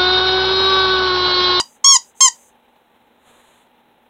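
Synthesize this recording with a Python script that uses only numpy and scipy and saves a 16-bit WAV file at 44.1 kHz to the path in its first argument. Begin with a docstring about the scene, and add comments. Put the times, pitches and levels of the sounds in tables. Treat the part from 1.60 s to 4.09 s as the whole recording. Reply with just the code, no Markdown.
"""A rubber toy is squeezed close to a phone in a carpeted bedroom, over faint room noise and hum.
First the end of one squeak, then two whole ones at 0.24 s and 0.61 s: the reed snaps open, sings while
the pressure lasts, then sags in pitch and turns rough as it stalls. Air hisses through it in between
and dies away near 0.9 s. From 1.16 s come a few soft handling bumps, from 1.6 s a rustle of clothing."""
import sys
import numpy as np
from scipy import signal
from scipy.fft import rfft, irfft
from scipy.io import wavfile
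from scipy.ndimage import uniform_filter1d, minimum_filter1d

SR = 44100
rng = np.random.default_rng(int(sys.argv[2]) if len(sys.argv) > 2 else 0)


def log_audio(samples):
    """Write samples as a 16-bit WAV file to the path given in sys.argv[1]."""
    # one column per channel
    frames = np.atleast_2d(samples).T
    # limit to full scale, then quantise
    limited = np.clip(frames, -1, 1)
    pcm = np.round(limited * 32767).astype(np.int16)
    wavfile.write(sys.argv[1], SR, pcm)


N = 109897
T = np.arange(N) / SR


def undb(db):
    """Decibels to gain."""
    return 10 ** (np.asarray(db) / 20)


def unit_rms(x):
    """Scale to rms 1."""
    return x / np.sqrt(np.mean(x ** 2) + 1e-20)


def gain_at(hz, spectrum):
    """Gain of a (frequency [Hz], level [dB]) table, interpolated in log frequency."""
    freqs, db = np.array(spectrum, float).T
    return undb(np.interp(np.log(hz + 1e-6), np.log(np.sort(freqs)), db))


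def noise(shape):
    """Noise of rms 1 with amplitude spectrum shape(frequency)."""
    white = rfft(rng.standard_normal(N))
    return unit_rms(irfft(white * shape(np.fft.rfftfreq(N, 1 / SR)), N))


def coloured(spectrum):
    """Noise of rms 1 shaped by a spectrum table."""
    return noise(lambda f: gain_at(f, spectrum))


def wander(hz):
    """Random motion of rms 1, rolling off above hz."""
    return noise(lambda f: np.exp(-(f / hz) ** 2))


def bursts(events, spectrum, half_s):
    """Bell-shaped bursts of coloured noise."""
    envelope = sum(undb(db) * np.exp(-((T - time) / half_s) ** 2) for time, db in events)
    return envelope * coloured(spectrum)


# room hum (frequency [Hz], level [dB])
HUM_TONES = [(239.5, -68), (388, -75.5), (479, -73.5), (840, -72)]
# room noise (frequency [Hz], relative density [dB])
ROOM_SPECTRUM = [(25, -18), (60, -8), (130, -11.5), (240, -2.5), (340, -6.5), (520, -2.5), (680, -5.5),
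                 (860, 2.5), (1100, -9.5), (1500, -10.5), (3950, -15.5), (4600, -39), (5600, -33.5),
                 (7500, -34.5), (11000, -29.5), (15500, -27.5)]


def room_noise():
    """Faint noise and hum; their level flutters together."""
    floor_db, flutter_db = -57, 1
    hum = sum(undb(db) * unit_rms(np.sin(2 * np.pi * hz * T)) for hz, db in HUM_TONES)
    flutter = undb(flutter_db * wander(hz=59))
    return flutter * (hum + undb(floor_db) * coloured(ROOM_SPECTRUM))


# rustle envelope (time [s], level [dB])
RUSTLE_ENVELOPE = [(1.58, -76), (1.68, -53), (1.8, -54.5), (1.95, -56.5), (2.03, -60), (2.12, -86)]
# cloth noise (frequency [Hz], relative density [dB])
CLOTH_SPECTRUM = [(150, -7.5), (500, 0.5), (1000, 0.5), (2500, -6), (4000, -3), (4500, -26.5),
                  (5500, -29.5), (6700, -9.5), (9000, -11.5), (12000, -16.5), (15000, -33)]


def clothing_rustle():
    """Clothing rustles as the holder turns."""
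    flicker_db = .7
    times, db = np.array(RUSTLE_ENVELOPE).T
    return undb(np.interp(T, times, db) + flicker_db * wander(hz=45)) * coloured(CLOTH_SPECTRUM)


# hand bumps (time [s], level [dB])
BUMP_EVENTS = [(1.164, -54), (1.413, -73), (1.707, -54), (2.07, -55)]
# bump noise (frequency [Hz], relative density [dB])
BUMP_SPECTRUM = [(100, -8), (300, -3), (950, 8), (1400, -11), (4000, -9), (4600, -28), (15000, -26)]


def handling_bumps():
    """Soft bumps of the hand."""
    return bursts(BUMP_EVENTS, BUMP_SPECTRUM, half_s=.008)


# air through the silent reed (start [s], end [s], initial level [dB])
AIR_FLOWS = [(0, 0.161, -53), (.375, 0.5, -53), (.545, .61, -50.5), (.69, 0.891, -51)]
# air hiss (frequency [Hz], relative density [dB])
AIR_SPECTRUM = [(3000, -49), (4800, -25.5), (5700, -27), (6200, -3), (7000, -8.5), (7900, -6.5),
                (8500, -13), (9300, -7.5), (10300, -20.5), (13000, -19), (15500, -22), (17000, -49.5)]


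def air_hiss():
    """Air too slow to sound the reed hisses through it, easing as the pressure evens out."""
    attack_s, release_s, fade_db_per_s = .035, .016, 25.5
    flow = 0
    for start, end, db in AIR_FLOWS:
        attack = np.clip((T - start) / attack_s, 0, 1)
        release = np.exp(-np.maximum(T - end, 0) / release_s)
        flow += attack * release * undb(db - fade_db_per_s * (T - start))
    return flow * coloured(AIR_SPECTRUM)


# breathy whistles (time [s], half length [s], centre [Hz], half width [Hz], level [dB])
WHISTLE_EVENTS = [(0.634, .016, 10560, 330, -30.5), (0.649, 0.016, 9230, 600, -33)]


def air_whistles():
    """Air over the reed in a hard squeeze: narrow bands of hiss swell and fade."""
    out = 0
    for time, half_s, centre_hz, half_hz, db in WHISTLE_EVENTS:
        swell = undb(db) * np.exp(-((T - time) / half_s) ** 2)
        out += swell * noise(lambda f: np.exp(-((f - centre_hz) / half_hz) ** 2))
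    return out


# reed openings (time [s], level [dB])
POP_EVENTS = [(.2445, -29), (.609, -18.5)]
# pop noise (frequency [Hz], relative density [dB])
POP_SPECTRUM = [(50, -24), (400, -10), (800, -4.5), (1300, -4), (2600, -6), (5000, -3), (8000, -6),
                (11000, -25.5), (16000, -30.5)]


def reed_pops():
    """The reed snaps open at the start of a squeak."""
    return bursts(POP_EVENTS, POP_SPECTRUM, half_s=.002)


# reed motion, one track per squeak (time [s], pitch [Hz], level [dB], roughness [0-1])
SQUEAK_TRACKS = [
    [(0, 1026, -1.5, 0.92), (.005, 984.6, -4.5, 1), (.011, 950, -3.5, .9), (.024, 940, -40.5, .8)],
    [(.2405, 950, -28, .3), (.2455, 1080, 4, .15), (.258, 1094, 1, .06), (.277, 1107, 7.5, .05),
     (.298, 1109, 3, .05), (.32, 1095, 3, .06), (.343, 1057, 1.5, 0.3), (.358, 1005, 1.5, .5),
     (.367, 960, -1.5, .75), (.38, 930, -32, 0.8)],
    [(.6055, 930, -11.5, .3), (.6105, 1068, 12.5, .15), (.625, 1067, 3.5, .06), (.642, 1059, 4, .08),
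     (.66, 1034, 3.5, 0.31), (.674, 995, -3.5, .35), (.685, 937, -1.5, .7), (.696, 920, -39, .8)],
]
# toy's radiation of a partial (frequency [Hz], gain [dB])
TOY_RESPONSE = [(900, -14), (1100, -19.5), (1900, -22), (2120, -30.5), (2220, -37.5), (2900, -27),
                (3100, -19), (3300, -18), (3900, -25.5), (4430, -22), (4800, -15), (5300, -19.5),
                (5520, -8.5), (5950, -22.5), (6300, -9), (6600, -8), (7000, -12.5), (7420, -8.5),
                (7640, -26.5), (7750, -33), (7980, -16), (8220, -26), (8500, -31.5), (9550, -26),
                (10000, -50), (11100, -42.5), (11700, -53.5), (12200, -44.5), (13000, -43), (14300, -56.5),
                (15500, -53)]
# air past the singing reed (frequency [Hz], relative density [dB])
RUSH_SPECTRUM = [(100, -17.5), (700, -25), (2500, -20.5), (4500, -9.5), (6500, -1), (8700, -8),
                 (10200, -15), (12000, -29), (16000, -34.5)]


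def reed_squeak(track):
    """The reed's partials sweep through the toy's resonances, with a rush and a low puff of air."""
    partials, dispersion_rad = 14, np.pi / 5
    rush_db, puff_db = -35, -58.5  # relative to the track level
    # depths at full roughness, as the reed stalls
    jitter, shimmer, waver_db, rush_rise_db = .013, .097, 5, 9
    thin_db, thin_below_hz = 1.5, 3500
    dull_db, dull_above_hz = 6, 10060

    times, hz, db, roughness = np.array(track, float).T
    sounding = (T >= times[0] - 1 / SR) * (T <= times[-1])
    envelope = undb(np.interp(T, times, db)) * sounding
    rough = np.clip(np.interp(T, times, roughness), 0, 1)
    pitch_hz = np.interp(T, times, hz)
    jittered_hz = pitch_hz * (1 + jitter * rough * wander(hz=400))
    phase = 2 * np.pi * np.cumsum(jittered_hz) / SR
    tone = 0
    for k in range(1, partials + 1):
        partial_hz = k * pitch_hz
        low_cut_db = thin_db * (partial_hz < thin_below_hz)
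        top_cut_db = dull_db * np.clip(10 * (partial_hz / dull_above_hz - 1), 0, 1)
        falter_db = rough * (waver_db * (wander(hz=70) - .5) - low_cut_db - top_cut_db)
        gain = gain_at(partial_hz, TOY_RESPONSE) * undb(falter_db)
        tone += gain * np.sin(k * phase + dispersion_rad * k * k)
    tone *= 1 + shimmer * rough * wander(hz=250)
    rush = undb(rush_db + rush_rise_db * rough) * coloured(RUSH_SPECTRUM)
    puff = undb(puff_db) * wander(hz=60)
    return envelope * (tone + rush + puff)


def bedroom(direct):
    """Adds quick scatter from things close by and a short, soft tail from walls and furniture."""
    def reflections(db, t60_s, gap_s):
        t = T[:SR // 2]
        tail = rng.standard_normal(len(t)) * np.exp(-np.log(1000) * t / t60_s) * (t > gap_s)
        return undb(db) * signal.fftconvolve(direct, tail / np.linalg.norm(tail))[:N]

    scatter = reflections(db=-23, t60_s=.04, gap_s=0)
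    walls = reflections(db=-15, t60_s=.155, gap_s=.004)
    return direct + scatter + walls


def scene():
    """Toy, room and handling, the same in both channels."""
    toy = sum(reed_squeak(track) for track in SQUEAK_TRACKS) + reed_pops() + air_whistles()
    mono = bedroom(toy) + air_hiss() + room_noise() + clothing_rustle() + handling_bumps()
    return np.array([mono, mono])


def record(dry):
    """The phone's fast limiter holds the peaks; a low-pass cuts the top."""
    ceiling, hold_s, cutoff_hz = .99, .0015, 15700
    hold = int(hold_s * SR)
    needed_gain = ceiling / np.maximum(np.abs(dry), ceiling)
    gain = uniform_filter1d(minimum_filter1d(needed_gain, hold), hold)
    lowpass = signal.ellip(8, .2, 70, cutoff_hz, fs=SR, output="sos")
    return signal.sosfilt(lowpass, dry * gain)


dry = scene()
out = record(dry)
log_audio(out)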